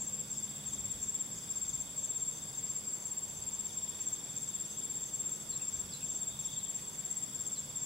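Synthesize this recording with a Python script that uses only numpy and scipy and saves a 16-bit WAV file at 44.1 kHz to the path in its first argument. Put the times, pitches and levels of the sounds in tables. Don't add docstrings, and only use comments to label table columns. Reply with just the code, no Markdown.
import sys
import numpy as np
from scipy import signal
from scipy.fft import rfft, irfft, next_fast_len
from scipy.io import wavfile
from scipy.ndimage import uniform_filter1d

SR = 44100
rng = np.random.default_rng(int(sys.argv[2]) if len(sys.argv) > 2 else 0)


def int16_out(signal):
    q = np.round(np.clip(np.atleast_2d(signal).T, -1, 1) * 32767)
    wavfile.write(sys.argv[1], SR, q.astype(np.int16))


N = 346185
TIME_S = np.arange(N) / SR


def amp(db):
    return 10 ** (np.asarray(db) / 20)


def unit(x):
    return x / np.sqrt(np.mean(x ** 2) + 1e-20)


def read(points, hz):
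    f_hz, value = np.transpose(points)
    return np.interp(np.log(hz + 1), np.log(f_hz + 1), value)


def add(mix, start_s, sound):
    start = int(round(start_s * SR))
    sound = sound[max(-start, 0):]
    part = mix[max(start, 0):][:len(sound)]
    part += sound[:len(part)]


def drift(rate_hz):
    knots = rng.standard_normal(4096)
    return unit(np.interp(TIME_S * 2 * rate_hz, np.arange(len(knots)), knots))


def band(hz, width_hz):
    size = next_fast_len(N)
    f_hz = np.fft.rfftfreq(size, 1 / SR)
    noise = rng.standard_normal((3, size))
    ears = noise[:2] + 1.3 * noise[2]
    bell = 1 / (1 + (2 * (f_hz - hz) / width_hz) ** 4)
    return unit(irfft(rfft(ears) * bell, size)[:, :N])


def pan(x, side_db):
    return x * amp([[side_db / 2], [-side_db / 2]])


def scatter(x, wet_db, t60_s):
    t = np.arange(SR // 3) / SR
    taps = rng.standard_normal((3, len(t))) * amp(-60 * t / t60_s) * (t > .002)
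    taps = taps[:2] + taps[2]
    taps *= amp(wet_db) / np.linalg.norm(taps[0])
    taps[:, 0] = 1
    wet = signal.oaconvolve(x[None], taps, axes=1)[:, :N]
    return wet / np.sqrt(1 + amp(wet_db) ** 2)


def swells(rows):
    t = TIME_S[::64]
    power = 0
    for middle_s, length_s, db in rows:
        fall = np.minimum(2 * (2 * (t - middle_s) / length_s) ** 2, 100)
        power = power + amp(db) ** 2 * np.exp(-fall)
    return np.interp(TIME_S, t, np.sqrt(power))


def bouts(rows):
    gain = 0
    for on_s, off_s, db in rows:
        corners_s = [on_s - .04, on_s + .06, off_s - .02, off_s + .02]
        gain = gain + amp(db) * np.interp(TIME_S, corners_s, [0, 1, 1, 0])
    return gain


STROKE_ATTACK_S, STROKE_HOLD_S, DAMPING_DB_PER_S = 0.02093, .011, 3000
WING_HZ, TOP_S, CLIMB_HZ_PER_S, SAG_HZ = 7533, .016, 3160, 152
BREAK_S, BREAK_WIDTH_S, BREAK_DB, BREAK_HZ = 0.0295, 0.0011, -17, 227
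OCTAVE_S, OCTAVE_WIDTH_S = .0185, 0.0086


def syllable(shift_hz, wobble_hz, overtone_db):
    t = np.arange(SR // 20) / SR
    stop_s = STROKE_ATTACK_S + STROKE_HOLD_S
    knots = rng.standard_normal(size=(2, 16))
    wobble, grip_db = (np.interp(t, np.linspace(0, t[-1], len(row)), row) for row in knots)

    dip = np.exp(-((t - BREAK_S) / BREAK_WIDTH_S) ** 2)
    sag = np.clip((t - TOP_S) / (stop_s - TOP_S), 0, 1.15) ** 3
    hz = WING_HZ + shift_hz - CLIMB_HZ_PER_S * np.maximum(TOP_S - t, 0)
    hz = hz - SAG_HZ * sag - BREAK_HZ * dip + wobble_hz * wobble
    phase = 2 * np.pi * (np.cumsum(hz) / SR + rng.random())

    damping_db = DAMPING_DB_PER_S * np.maximum(t - stop_s, 0)
    level = np.minimum(t / STROKE_ATTACK_S, 1) * amp(grip_db + BREAK_DB * dip - damping_db)
    height = np.exp(-((t - OCTAVE_S) / OCTAVE_WIDTH_S) ** 2)
    ring = np.sqrt(2) * level * np.sin(phase)
    octave = np.sqrt(2) * amp(overtone_db) * height * np.sin(2 * phase)
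    return ring, octave


SYLLABLE_GAP_S, FIRST_BEAT_S, RUN_SWELL_DB = .059626, -.001, 0.6
# (t/s, syllables, mid-run level/dB)
CRICKET_RUNS = [(0, 4, -35.5), (.3, 3, -36), (.66, 5, -36.5), (1.01, 4, -34), (1.49, 6, -34.5),
                (1.97, 6, -33.5), (2.56, 4, -35), (2.86, 2, -35.5), (3.04, 4, -36.5), (3.46, 4, -36),
                (3.76, 3, -36), (3.99, 3, -34.5), (4.35, 5, -36), (4.77, 5, -36), (5.13, 4, -34),
                (5.49, 6, -35), (6.02, 5, -35), (6.38, 2, -35.5), (6.56, 4, -35.5), (6.98, 5, -35.5),
                (7.33, 5, -36), (7.75, 2, -36)]


def near_cricket():
    tone, octave = np.zeros((2, N))
    for start_s, syllables, db in CRICKET_RUNS:
        first_beat = round(start_s / SYLLABLE_GAP_S)
        for k, place in enumerate(np.linspace(-.5, .5, round(syllables))):
            ring, overtone = syllable(rng.normal(0, 4), wobble_hz=10, overtone_db=-23.8)
            beat_s = FIRST_BEAT_S + (first_beat + k) * SYLLABLE_GAP_S
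            gain = amp(db + RUN_SWELL_DB * place)
            add(tone, beat_s, gain * ring)
            add(octave, beat_s, gain * overtone)
    tone = scatter(tone, wet_db=-14, t60_s=0.17)
    octave = scatter(octave, wet_db=-14, t60_s=.08)
    return pan(tone, side_db=5.5) + pan(octave, side_db=-3)


# (pitch shift/Hz, mean level/dB, syllable gap/s, left minus right/dB)
FAR_CRICKETS = [(-90, -44, .0585, 3), (140, -49, .062, -1), (-110, -51, .064, 2), (125, -52, .057, 1)]


def neighbours():
    out = np.zeros((2, N))
    for shift_hz, db, gap_s, side_db in FAR_CRICKETS:
        song, offset = np.zeros(N), rng.random()
        for k, (skip, late, loud, sharp) in enumerate(rng.random((150, 4)) - .5):
            ring, _ = syllable(shift_hz + 40 * sharp, wobble_hz=20, overtone_db=-30)
            gain = (skip > -.32) * amp(db + 4 * loud)
            add(song, (k - offset + .12 * late) * gap_s, gain * ring)
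        out += pan(scatter(song, wet_db=-6, t60_s=.15), side_db)
    return out


def whistle(length_s, start_hz, end_hz, db, arch_hz=0):
    u = np.linspace(0, 1, max(int(length_s * SR), 2))
    hoarse_hz = 50 * np.interp(u, np.linspace(0, 1, 24), rng.standard_normal(24))
    slide_hz = end_hz + (start_hz - end_hz) * (1 - u) ** 2.6
    hz = slide_hz + arch_hz * np.sin(np.pi * u) + hoarse_hz
    tone = np.sin(2 * np.pi * np.cumsum(hz) / SR)
    return amp(db) * np.sqrt(2) * signal.windows.tukey(len(u), .5) * tone


FIRST_PEEP_S, PEEP_GAP_S, PEEP_COUNT = 0, .338, 7
PEEP_S, PEEP_START_HZ, PEEP_END_HZ, PEEP_DB = 0.028, 6900, 6800, -52
SLIDE_S = 0.043
# (t/s, start f/Hz, end f/Hz, level/dB)
SLIDES = [(.336, 5900, 5250, -59), (4.635, 5300, 6000, -59), (5.504, 5200, 3970, -55),
          (5.911, 6000, 3900, -49.5), (6.428, 6000, 5250, -57), (6.519, 4950, 4520, -62),
          (6.57, 4400, 3980, -65), (7.542, 5700, 3950, -56), (7.58, 6450, 6700, -55)]
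LOW_NOTE_S, LOW_NOTE_HZ, LOW_ARCH_HZ, LOW_NOTE_DB = 0.0417, 2133, 618, -59
LOW_NOTE_STARTS = [5.594, 5.999]


def birds():
    song = np.zeros(N)
    for k in range(PEEP_COUNT):
        peep = whistle(PEEP_S, PEEP_START_HZ, PEEP_END_HZ, PEEP_DB)
        add(song, FIRST_PEEP_S + k * PEEP_GAP_S, peep)
    for start_s, start_hz, end_hz, db in SLIDES:
        add(song, start_s, whistle(SLIDE_S, start_hz, end_hz, db))
    for start_s in LOW_NOTE_STARTS:
        add(song, start_s, whistle(LOW_NOTE_S, LOW_NOTE_HZ, LOW_NOTE_HZ, LOW_NOTE_DB, LOW_ARCH_HZ))
    return scatter(song, wet_db=-2, t60_s=.2)


def trill(level, hz, sweep_hz, rate_hz, duty, rough_hz):
    turns = np.cumsum(rate_hz * (1 + .02 * drift(3))) / SR
    stroke = np.minimum(turns % 1 / np.clip(duty, .1, 1), 1)
    pitch_hz = hz + sweep_hz * (.5 - stroke) + rough_hz * drift(300)
    tone = np.sin(2 * np.pi * np.cumsum(pitch_hz) / SR)
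    song = unit(np.sin(np.pi * stroke) * tone * amp(1.5 * drift(40)))
    return scatter(song * level, wet_db=-6, t60_s=.07)


# (t/s, level/dB)
LOW_TRILL_LEVEL = [(0.05, -66), (0.39, -63.5), (0.74, -58), (1.1, -63.5), (2.44, -60), (3.0, -72),
                   (3.71, -60), (4.96, -59.5), (5.24, -64.5), (6.27, -60), (6.55, -49), (6.74, -63),
                   (7.78, -60.5)]


def low_trills(trim_db=-4.0):
    level = amp(np.interp(TIME_S, *np.transpose(LOW_TRILL_LEVEL)))
    steadier = np.sqrt(level * level.mean())
    quick = trill(level, hz=3530, sweep_hz=580, rate_hz=23.6, duty=.7, rough_hz=65)
    slow = trill(steadier, hz=3490, sweep_hz=500, rate_hz=18, duty=.7, rough_hz=90)
    haze = steadier * band(hz=3545, width_hz=490)
    return pan(amp(trim_db) * (quick + amp(-2.5) * slow + haze), side_db=6.5)


FIRST_RASP_S, RASP_GAP_S, RASP_SLOWING_S = .075, .326, .001
LONG_RASP_S, LONG_RASP_DB = 0.13, -56.5
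SHORT_RASP_S, SHORT_RASP_DB = 0.077, -57
SHORT_RASP_MIDDLES = [0.318, .74, 1.57, 1.7, 1.82, 2.21, 2.35, 2.585, 2.98, 3.29, 3.55, 4.14, 4.5, 4.74,
                      5.17, 5.33, 6.17, 6.53, 6.95]


def rasps(uneven_db=0.6):
    gaps_s = RASP_GAP_S + RASP_SLOWING_S * np.arange(int(TIME_S[-1] / RASP_GAP_S))
    middles_s = FIRST_RASP_S + np.cumsum(gaps_s) - gaps_s

    def bursts(middles, length_s, db):
        return swells([(s, length_s, db + uneven_db * rng.standard_normal()) for s in middles])

    long = bursts(middles_s, LONG_RASP_S, LONG_RASP_DB) * band(hz=6325, width_hz=890)
    short = bursts(SHORT_RASP_MIDDLES, SHORT_RASP_S, SHORT_RASP_DB) * band(hz=6350, width_hz=350)
    return (long + short) * amp(1.5 * drift(50))


# (f/Hz, width/Hz, level/dB)
FAR_SINGERS = [(7476, 260, -49.5), (7720, 69, -56), (13480, 90, -82), (10770, 800, -66)]


def whines():
    return sum(amp(db) * band(hz, width_hz) for hz, width_hz, db in FAR_SINGERS)


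# (f/Hz, coherence)
COHERENCE = [(30, 0.96), (130, 0.99), (250, 0.9), (500, 0.37), (1000, .05), (2500, 0.16), (5000, 0.11),
             (10000, 0.86), (15000, 0.5)]


def wash(spectrum, db, patchy_db):
    frames, hz = N // 512 + 5, np.fft.rfftfreq(2048, 1 / SR)
    a, b, c, d, patches = rng.standard_normal((5, frames, len(hz)))
    patches = uniform_filter1d(patches, size=20, axis=0)
    patches = unit(uniform_filter1d(patches, size=12, axis=1))
    same = np.clip(read(COHERENCE, hz), -1, 1)
    left = a + 1j * b
    right = same * left + np.sqrt(1 - same ** 2) * (c + 1j * d)
    bins = np.array([left, right]) * amp(read(spectrum, hz) + patchy_db * patches)
    noise = signal.istft(bins.transpose(0, 2, 1), nperseg=2048, noverlap=1536)[1][:, :N]
    return amp(db) * unit(noise)


# (f/Hz, density/dB)
CHORUS_SPECTRUM = [(2700, -55), (3150, 2), (4100, -3.5), (4650, 7.5), (5300, 0.5), (6000, 7), (6700, 5.5),
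                   (7100, 0.5), (7950, 5), (8500, 3), (9300, 3), (10800, 0.5), (12500, -1.5), (14400, -2),
                   (15800, -0.5)]


def chorus():
    return wash(CHORUS_SPECTRUM, db=-53.5, patchy_db=.4)


# (f/Hz, density/dB)
AIR_SPECTRUM = [(15, -33), (25, -16), (131, -1.5), (177, 0), (204, -8), (235, -5), (358, -9), (475, -9),
                (803, -13.5), (943, -11), (1230, -15.5), (1760, -18), (3100, -18.5), (4030, -36),
                (6820, -120)]


def open_air():
    return wash(AIR_SPECTRUM, db=-53.7, patchy_db=1)


# (f/Hz, level/dB)
ENGINE_LINES = [(138, -66), (208, -63.5)]
# (t/s, gain/dB)
WATER_CARRY = [(0, 5.5), (1.5, 2.5), (2.3, -3.5), (4, 0), (5.5, 0.5), (7.85, -0.5)]


def engine(waver=0.003, fading_db=-1.0):
    warped_s = np.cumsum(1 + waver * drift(2)) / SR
    lines = 0
    for hz, db in ENGINE_LINES:
        fading = amp(fading_db * drift(3))
        lines = lines + amp(db) * unit(fading * np.sin(2 * np.pi * hz * warped_s))
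    return lines * amp(np.interp(TIME_S, *np.transpose(WATER_CARRY)))


def chirr(rows, hz, width_hz, rate_hz):
    turns = np.cumsum(rate_hz * (1 + .01 * drift(3))) / SR
    throb = unit(.25 + np.sin(np.pi * turns) ** 4)
    return bouts(rows) * throb * band(hz, width_hz)


# (start t/s, end t/s, level/dB)
THIN_BOUTS = [(.1, .52, -64.5), (1.3, 1.8, -65.5), (2.4, 2.94, -65.5), (3.4, 3.95, -68), (4.4, 5.15, -70),
              (5.6, 6.2, -71), (7.1, 7.85, -70)]


def thin_trill():
    return pan(chirr(THIN_BOUTS, hz=4980, width_hz=370, rate_hz=22.6), side_db=1)


# (start t/s, end t/s, level/dB)
FAST_BOUTS = [(.68, 1.58, -67.5), (3.65, 4.5, -67), (5.28, 6.15, -67), (7.2, 7.9, -68)]


def fast_trill():
    return pan(chirr(FAST_BOUTS, hz=5550, width_hz=440, rate_hz=41.2), side_db=-6)


# (middle t/s, length/s, level/dB)
BREEZE_PUFFS = [(.87, 0.41, -55), (3.38, 0.19, -60), (3.7, 0.33, -65), (5.8, 0.22, -59)]
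# (t/s, level before band-pass/dB)
REED_TICKS = [(3.991, -44), (6.79, -44)]


def breeze():
    ticks, t = np.zeros(N), np.arange(SR // 20) / SR
    for start_s, db in REED_TICKS:
        add(ticks, start_s, amp(db) * np.exp(-t / 0.011) * rng.standard_normal(len(t)))
    ticks = signal.lfilter(*signal.butter(1, [1200, 4000], "bandpass", fs=SR), ticks)
    puffs = swells(BREEZE_PUFFS) * unit(band(hz=78, width_hz=70).mean(0))
    return puffs + scatter(ticks, wet_db=-3, t60_s=.12)


def scene():
    crickets = near_cricket() + neighbours()
    trills = low_trills() + thin_trill() + fast_trill()
    insects = crickets + trills + rasps() + whines() + chorus()
    return insects + birds() + engine() + breeze() + open_air()


EDGE_HZ = 15800


def record(dry):
    low_pass = signal.firwin(801, EDGE_HZ, window=("kaiser", 9), fs=SR)
    return signal.oaconvolve(dry, low_pass[None], "same", axes=1)


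dry = scene()
out = record(dry)
int16_out(out)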